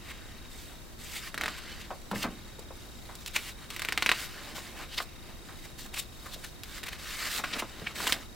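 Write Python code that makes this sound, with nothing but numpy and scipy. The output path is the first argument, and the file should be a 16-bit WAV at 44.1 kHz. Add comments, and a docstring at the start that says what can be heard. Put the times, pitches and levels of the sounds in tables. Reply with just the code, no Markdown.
"""A small room: magazine pages are turned by hand on a table, close to a camera with two microphone ports.
Sheets slide and scuff as shaped noise; a page edge slips off the thumb in runs of snaps, each a sharp
push of air with a flutter after it; turned pages flop down in dull puffs, and moved air breathes dully.
Under it lie room rumble, hiss, low hum tones and the camera's own faint whine, pulsed once a frame."""
import sys
import numpy as np
from scipy import signal
from scipy.fft import rfft, irfft, next_fast_len
from scipy.io import wavfile
from scipy.ndimage import uniform_filter1d, map_coordinates

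SR = 44100
rng = np.random.default_rng(int(sys.argv[2]) if len(sys.argv) > 2 else 0)


def bounce(signal):
    """Save signal as a 16-bit WAV file at the path given by the first command-line argument."""
    frames = np.transpose(np.atleast_2d(signal))
    limited = np.clip(frames, -1, 1)
    pcm = np.round(limited * 32767).astype(np.int16)
    wavfile.write(sys.argv[1], SR, pcm)


N = 368235


def amp(db):
    """Decibels to gain."""
    return 10 ** (np.asarray(db) / 20)


def unit(x):
    """x at rms 1."""
    return x / np.sqrt(np.mean(x ** 2) + 1e-20)


def along(points, hz):
    """Values of (frequency, value) points, read at hz on a log frequency axis."""
    point_hz, values = np.transpose(points)
    return np.interp(np.log(hz + 1), np.log(point_hz), values)


def filtered(x, response):
    """x times a response of frequency, padded so that the end does not wrap round."""
    n = x.shape[-1]
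    padded = next_fast_len(n + 8192)
    spectrum = rfft(x, padded) * response(np.fft.rfftfreq(padded, 1 / SR))
    return irfft(spectrum, padded)[..., :n]


def noise(spectrum, size, shift=1):
    """Noise of rms 1 in a spectrum moved by a frequency ratio."""
    return unit(filtered(rng.standard_normal(size), lambda hz: amp(along(spectrum, hz / shift))))


def wobble(rate):
    """A random curve of straight lines between knots, rate knots a second."""
    knots = rng.standard_normal(int(N * rate / SR) + 4)
    return map_coordinates(knots, [np.arange(N) * rate / SR], order=1)


def resonance(hz, centre, width):
    """Response of one damped mode, 1 at its centre."""
    return 1j * hz * width / (centre ** 2 - hz ** 2 + 1j * hz * width)


def add(track, start_s, sound):
    """Mix a sound into the track from start_s, cut at both ends of the track."""
    start = int(round(start_s * SR))
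    part = sound[max(-start, 0):max(N - start, 0)]
    track[max(start, 0):][:len(part)] += part


# rumble and hiss, spectrum shape: freq_hz, level_db (per Hz)
ROOM_NOISE = [(12, -20), (20, 2), (100, -7), (252, -13.5), (298, -13), (362, -16), (881, -23.5),
              (985, -22.5), (1160, -24.5), (1630, -28), (1770, -30.5), (2330, -34), (3000, -33.5),
              (3750, -35.5), (4550, -32), (15500, -39.5)]
# how wide the background lies: freq_hz, side_db (relative to the middle)
ROOM_WIDTH = [(60, -1.5), (110, -2), (200, -3), (380, -2.5), (700, -1.5), (1290, -1.5), (2380, 5.5),
              (4400, 3.5), (8120, 1.5), (15000, 1)]
# steady low hum tones, mains at 60, 120 and 240 Hz, and two others: freq_hz, level_db
HUM_TONES = [(59.9, -61), (120, -74.5), (200, -67), (240, -66.5), (351, -66)]


def background(noise_db=-49.5, hum_db=0):
    """Room rumble, microphone hiss and low hum tones whose phases drift slightly."""
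    t = np.arange(N) / SR
    mid = noise(ROOM_NOISE, N)
    side = filtered(noise(ROOM_NOISE, N), lambda hz: amp(along(ROOM_WIDTH, hz)))
    hum = np.zeros(N)
    for hz, level_db in HUM_TONES:
        hum += amp(level_db + hum_db) * np.sqrt(2) * np.sin(2 * np.pi * hz * t + .5 * wobble(3))
    return amp(noise_db) * np.array([mid + side, mid - side]) + hum


FRAME_HZ = 29.97
# the whine fades briefly: time_s (of the deepest point), change_db
WHINE_DIPS = [(.92, -9), (2.0, -8), (4.72, -2)]


def whine(whine_hz=3777, level_db=-51.5, duty=0.3, drift_db=0.5, left_db=1.7, dip_s=.11):
    """The camera's electronics sing for part of every frame, stronger on the left and fading now and then."""
    t = np.arange(N) / SR
    frame_cycle = np.cos(2 * np.pi * FRAME_HZ * (t - .021))
    gate = np.clip(.5 + frame_cycle - np.cos(np.pi * duty), 0, 1)
    fade_db = sum(db * np.exp(-((t - s) / dip_s) ** 2) for s, db in WHINE_DIPS)
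    balance = amp([[left_db], [-left_db]])
    strength = amp(level_db + fade_db + drift_db * wobble(4)) * balance
    return strength * gate * np.sin(2 * np.pi * whine_hz * t + .5 * wobble(20))


# decay of the room's answer: freq_hz, t60_s
WALLS = [(150, 0.29), (1000, 0.13), (4000, 0.1), (14000, 0.017)]


def room(x, wet_db=-13, delay_s=0.0037):
    """The walls answer with a noise tail after a short delay, the treble dying first."""
    hz, t, bands = signal.stft(rng.standard_normal(SR // 3), SR, nperseg=256)
    decay = amp(-60 * t / along(WALLS, hz)[:, None])
    tail = signal.istft(bands * decay, SR, nperseg=256)[1]
    tail = np.pad(tail / np.linalg.norm(tail), (int(delay_s * SR), 0))
    return x + amp(wet_db) * signal.fftconvolve(x, tail)[:N]


# how wide the paper lies: freq_hz, side_db (relative to the middle)
WIDTH = [(200, -20), (1000, -25), (2200, -35), (4000, -15.5), (8000, -2.5), (14000, -6)]


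def ports(x):
    """Sound leaves ever new spots of the sheet: two close ports agree in the middle range, part in the treble."""
    spot = unit(wobble(500))
    side = filtered(x * spot, lambda hz: amp(along(WIDTH, hz)))
    return np.array([x + side, x - side])


# stirred air, spectrum shape: freq_hz, level_db (per Hz)
AIR = [(100, -13), (250, 3.5), (450, -2.5), (750, 1), (1100, -5), (1700, -3.5), (4000, -26)]
# dull breaths of air, the first under a run of snaps, the others as the broad page swings:
# peak_s, level_db, half_length_s
BREATHS = [(1.444, -44, 0.046), (1.8, -62, 0.13), (2.2, -47, 0.063), (4.5, -53.5, 0.36),
           (7.514, -49.5, 0.26), (8.06, -47.5, 0.15)]


def stirred_air(air_db=0, draught_db=-65):
    """Moved air gives dull breaths of noise that rise and fall, over a faint steady stir."""
    t = np.arange(N) / SR
    power = amp(draught_db) ** 2
    for peak_s, level_db, half_s in BREATHS:
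        power = power + amp(level_db) ** 2 * np.exp(-2 * ((t - peak_s) / half_s) ** 2)
    return np.sqrt(power) * amp(air_db + 4.6 * wobble(30)) * noise(AIR, N)


# soft landings of sheets and hand: start_s, level_db (before its decay), centre_hz, t60_s
FLOPS = [(1.905, -30.5, 640, 0.1), (2.113, -30, 905, 0.053), (2.115, -32.5, 125, 0.22),
         (2.129, -31.5, 560, 0.13), (2.157, -41, 200, 0.19), (2.24, -27, 860, 0.12),
         (2.243, -35.5, 240, 0.32), (2.586, -42, 447, 0.096), (2.705, -41.5, 510, 0.094),
         (3.09, -46, 930, 0.32), (4.58, -37.5, 795, 0.062), (4.796, -42.5, 1070, 0.21),
         (5.002, -25.5, 980, 0.041), (5.485, -45.5, 1240, 0.23), (5.655, -51, 750, 0.083),
         (5.855, -46, 845, 0.07), (6.26, -48, 1290, 0.18), (6.36, -41.5, 534, 0.046),
         (7.39, -35, 1010, 0.086), (7.439, -30, 900, 0.047), (7.622, -32, 790, 0.078),
         (7.624, -36, 201, 0.061), (7.818, -32.5, 189, 0.07)]


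def flops(level_db=0, attack_s=0.00038, breadth=1.2, pile_hz=205, pile_width_hz=70, pile_db=4.5):
    """A landing sheet squeezes out a dull puff of air and thumps the pile under it."""
    out, t = np.zeros(N), np.arange(SR // 4) / SR
    for start_s, db, centre, t60 in FLOPS:
        puff = unit(filtered(rng.standard_normal(len(t)),
                             lambda hz: resonance(hz, centre, breadth * centre) ** 2))
        decay = amp(db + level_db - 60 * t / t60)
        add(out, start_s, decay * (1 - np.exp(-t / attack_s)) * puff)
    return filtered(out, lambda hz: 1 + (amp(pile_db) - 1) * resonance(hz, pile_hz, pile_width_hz))


# a sliding sheet, spectrum shape: freq_hz, level_db (per Hz)
SHEET = [(120, -28), (250, -14), (500, -12), (850, -10.5), (1200, -1.5), (1700, 0), (2200, 0.5),
         (2900, -1.5), (4000, -5.5), (5000, -7.5), (6000, -13), (8000, -17), (15000, -33.5)]
# hiss of rubbed fibres, spectrum shape: freq_hz, level_db (per Hz)
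FRICTION = [(1500, -27), (3500, 2), (6000, -4.5), (8000, -3.5), (11000, -9), (13500, -7), (16000, -9.5)]
# paper slides on paper or skin, before the slide's trims:
# start_s, length_s, sheet_db (halfway), swell_db (from start to end), hiss_db (relative to the sheet)
SLIDES = [(0.0, 0.46, -53.5, 0, -19), (0.489, 0.26, -55, -3, 1.5), (0.981, 0.2, -48.5, 13, 2),
          (1.186, 0.098, -46, 7, -2.5), (1.391, 0.46, -44.5, -6.5, -13), (2.139, .1, -42, -1, -1.5),
          (2.25, .32, -57, -5, -17), (2.73, 0.59, -58, 2.5, 0), (3.33, 0.19, -47.5, -8, 1),
          (3.568, 0.077, -51, 6, -7), (3.693, 0.26, -46.5, -5, -6), (3.965, 0.19, -43, 12.5, -5),
          (4.162, 0.099, -39.5, -2, -2), (4.28, 0.24, -46, -0.5, -6.5), (4.542, 0.24, -47.5, -13, -4),
          (4.758, 0.079, -44.5, 2.5, -8), (4.942, 0.083, -49.5, 8, 1.5), (5.047, 0.44, -56.5, -2, -10),
          (5.448, 0.26, -58.5, -1, 1), (5.776, 0.086, -51, -6, 5), (5.946, .08, -54.5, -5, 10),
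          (6.113, .37, -60, 6, 5.5), (6.637, 0.15, -47.5, 11, -3.5), (6.822, 0.13, -49.5, 11, -8),
          (6.977, 0.305, -39.5, 12, -4.5), (7.29, 0.1, -37.5, 2.5, 0.5), (7.429, 0.19, -40, 0.5, -8.5),
          (7.636, 0.28, -48.5, 8, -10), (7.943, .19, -38, 4, -1), (8.145, 0.095, -47.5, -4, -6)]


def slide(sheet_db=-1.4, hiss_db=0.45, grain_db=2.0, attack_s=0.016, release_s=0.018, rest_db=-59.5,
          pressure_db=0.8):
    """A slide takes hold, swells or eases, and dies away; sheet and fibres sound with the uneven grip."""
    t = np.arange(N) / SR
    # powers; the resting hand never lies quite still
    sheet_power, hiss_power = np.full((2, N), amp(rest_db) ** 2)
    for start, length, db, swell_db, fibres_db in SLIDES:
        progress = np.clip((t - start) / length, 0, 1)
        hold = np.clip((t - start) / attack_s, 0, 1)
        release = np.exp(-np.clip(t - start - length, 0, 1) / release_s)
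        power = (hold * release * amp(db + swell_db * (progress - .5))) ** 2
        sheet_power += power
        hiss_power += power * amp(fibres_db) ** 2
    grip = unit(amp(pressure_db * wobble(24) + wobble(110) + grain_db * wobble(1500)))
    sheet = amp(sheet_db) * np.sqrt(sheet_power) * noise(SHEET, N)
    hiss = amp(hiss_db) * np.sqrt(hiss_power) * noise(FRICTION, N)
    return grip * (sheet + hiss)


def flexing(x, depth_db=1.5):
    """As the sheet bends, its resonances wander and lift ever new bands."""
    bands = signal.stft(x, nperseg=512)[2]
    field = uniform_filter1d(rng.standard_normal(bands.shape), size=5, axis=0)  # smooth over frequency
    field = uniform_filter1d(field, size=12, axis=1)  # and over time
    return signal.istft(bands * amp(depth_db * unit(field)), nperseg=512)[1][:N]


# a quick stroke, spectrum shape before its shift in pitch: freq_hz, level_db (per Hz)
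SCUFF = [(100, -17), (400, -13), (850, -6.5), (1300, -4.5), (2100, 3), (3000, -4.5), (4200, -16),
         (7000, -36), (16000, -56)]
# short swelling strokes, before the trims in scuffs:
# peak_s, sheet_db, hiss_db (relative to the sheet), centre_hz, rise_s
STROKES = [(0.115, -45, -3.5, 2200, 0.045), (1.167, -41.5, -4, 2200, 0.011),
           (1.275, -42.5, -13, 2020, 0.017), (1.585, -46.5, 1, 2200, .015), (1.815, -50.5, 1, 2400, 0.016),
           (2.159, -38.5, -14, 2010, .003), (2.231, -32, -3, 2970, 0.0079),
           (3.277, -41.5, 4.5, 2820, .0036), (3.3625, -27.5, -5, 2460, 0.0074),
           (3.495, -45.5, 0, 2400, 0.076), (4.946, -41.5, -5.5, 3280, 0.032),
           (4.982, -27.5, -11.5, 3750, 0.0047), (4.988, -32.5, -14, 1900, 0.0019),
           (5.655, -51, 3, 2030, .02), (5.943, -39.5, 0.5, 2580, .005), (5.977, -36.5, -12, 2710, 0.015),
           (5.997, -37.5, 6.5, 2900, 0.015), (6.267, -46, -2, 1440, 0.019), (6.344, -42, 0.5, 3330, 0.017),
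           (6.445, -39.5, 0.5, 1810, 0.0058), (6.838, -39.5, -1, 2200, 0.0023),
           (6.868, -39, -1, 2200, 0.0066), (6.886, -38, -1, 2200, 0.0022), (6.931, -40, -4, 2210, .006),
           (7.443, -32, -15, 2310, 0.0022), (7.537, -28.5, -29, 3300, 0.0053),
           (7.598, -32.5, 0.5, 2400, 0.0091), (7.87, -32.5, -28, 2300, 0.0045),
           (8.075, -27.5, -2, 2700, 0.005), (8.097, -32, -1, 1590, 0.0048)]


def scuffs(gain_db=2.5, fibre_db=-1, stop_s=0.0072, sheet_hz=2100):
    """A stroke swells as the sheet speeds up and stops when its edge runs free."""
    out, t = np.zeros(N), np.arange(-SR // 8, SR // 16) / SR
    for peak_s, db, hiss_db, centre, rise_s in STROKES:
        swell = np.exp(np.minimum(t, 0) / rise_s - (np.maximum(t, 0) / stop_s) ** 2)
        sheet = noise(SCUFF, len(t), centre / sheet_hz)
        hiss = amp(hiss_db + fibre_db) * noise(FRICTION, len(t))
        add(out, peak_s + t[0], amp(db + gain_db) * swell * (sheet + hiss))
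    return out


CRACKLE_FALL_DB = 1.2  # each slip of a run is cleaner than the last
# a page edge slips off the thumb, each slip harder until the grip is at its limit:
# [slip times_s], first_db, growth_db (per slip), limit_db, pitch_hz, crackle_db (of the first slip)
SLIP_RUNS = [([1.3438, 1.378, 1.4119, 1.4366, 1.4594, 1.481], -22, 3.5, -16, 1870, -13),
             ([3.764, 3.795, 3.820, 3.8492, 3.887, 3.9236, 3.9766, 4.024, 4.062, 4.0923, 4.116],
             -23, 2.04, -5, 2240, -10)]


def slips():
    """The snaps of every run off the thumb, as (time_s, push_db, pitch_hz, crackle_db)."""
    run_snaps = []
    for times, first_db, growth_db, limit_db, pitch, crackle_db in SLIP_RUNS:
        for k, s in enumerate(times):
            push_db = min(first_db + growth_db * k, limit_db)
            run_snaps.append((s, push_db, pitch, crackle_db - CRACKLE_FALL_DB * k))
    return run_snaps


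# a jolted sheet, spectrum shape before its shift in pitch: freq_hz, level_db (per Hz)
FLUTTER = [(60, -48), (220, -1), (500, -4), (850, -4), (1300, 3), (2100, 2), (2900, -5), (3700, 1),
           (5500, -10.5), (9000, -19), (16000, -62)]
# single snaps as the page buckles: time_s, push_db, pitch_hz, crackle_db (relative, before a trim)
SNAPS = [(2.114, -28, 1300, -4.5), (2.594, -44.5, 3000, 4.5), (3.154, -41.5, 4000, 4),
         (3.262, -29.5, 2580, -0.5), (3.3634, -15, 2270, -9), (3.704, -27.5, 2280, -5),
         (6.635, -27.5, 3000, -5.5), (6.832, -26.5, 2200, -11), (6.883, -25, 2200, -20),
         (7.4397, -19, 1650, -22), (7.8695, -27, 2400, -34), (7.958, -28, 2400, -17),
         (8.004, -23.5, 1480, -25), (8.0704, -13.5, 1780, -12), (8.124, -5, 3440, -14.5)]


def snaps(flutter_db=-18, crackle_db=-7, flutter_s=0.0085, ring_db=-27, ring_t60=0.14, sheet_hz=2100):
    """Each snap is one sharp push of air, then bending waves run through the sheet; gives (pushes, flutter)."""
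    pushes, flutter = np.zeros(N), np.zeros(N)
    t = np.arange(-SR // 500, SR // 8) / SR
    burst = (t > 0) * np.exp(-(t / flutter_s) ** 4)
    ring = (t > 0) * amp(ring_db - 60 * t / ring_t60)
    crackle_shape = 0.75 * burst + 2.34 * np.exp(-(t / 0.00027) ** 2)  # a spike on the push, then a burst
    for s, db, pitch, crackle in slips() + SNAPS:
        cycles = t * pitch
        push = np.cos(2 * np.pi * cycles) / (1 + cycles ** 2) ** 3
        fibres = amp(crackle + crackle_db) * noise(FRICTION, len(t)) * crackle_shape
        add(pushes, s + t[0], amp(db) * (push + fibres))
        reach = sheet_hz / pitch  # a slower, broader slip moves more of the sheet
        waves = noise(FLUTTER, len(t), np.sqrt(pitch / sheet_hz))
        add(flutter, s + t[0], amp(db) * reach * (amp(flutter_db) * burst + ring) * waves)
    return pushes, flutter


# resonances of the sheet: centre_hz, width_hz, lift_db
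PAPER_MODES = [(1110, 92, 1.5), (1870, 36, 2.5), (1920, 16, 4), (2170, 78, 1.5), (2418, 78, -3.5),
               (2750, 15, 2), (3440, 250, -2.5)]


def paper_modes(hz):
    """Response of the sheet, whose modes lift or sink narrow bands."""
    return 1 + sum((amp(db) - 1) * resonance(hz, centre, width) for centre, width, db in PAPER_MODES)


def scene():
    """Slides, scuffs and flutter carry the sheet's modes; pushes of air, flops and stirred air do not."""
    pushes, flutter = snaps()
    sheet = filtered(flexing(slide()) + scuffs() + flutter, paper_modes)
    paper = pushes + amp(-1.5) * sheet + flops() + stirred_air()
    return ports(room(paper)) + background() + whine()


TOP_HZ = 15900


def record(dry):
    """The camera keeps next to nothing above its band limit, a very steep low-pass."""
    return filtered(dry, lambda hz: 1 / np.sqrt(1 + (hz / TOP_HZ) ** 200))


dry = scene()
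out = record(dry)
bounce(out)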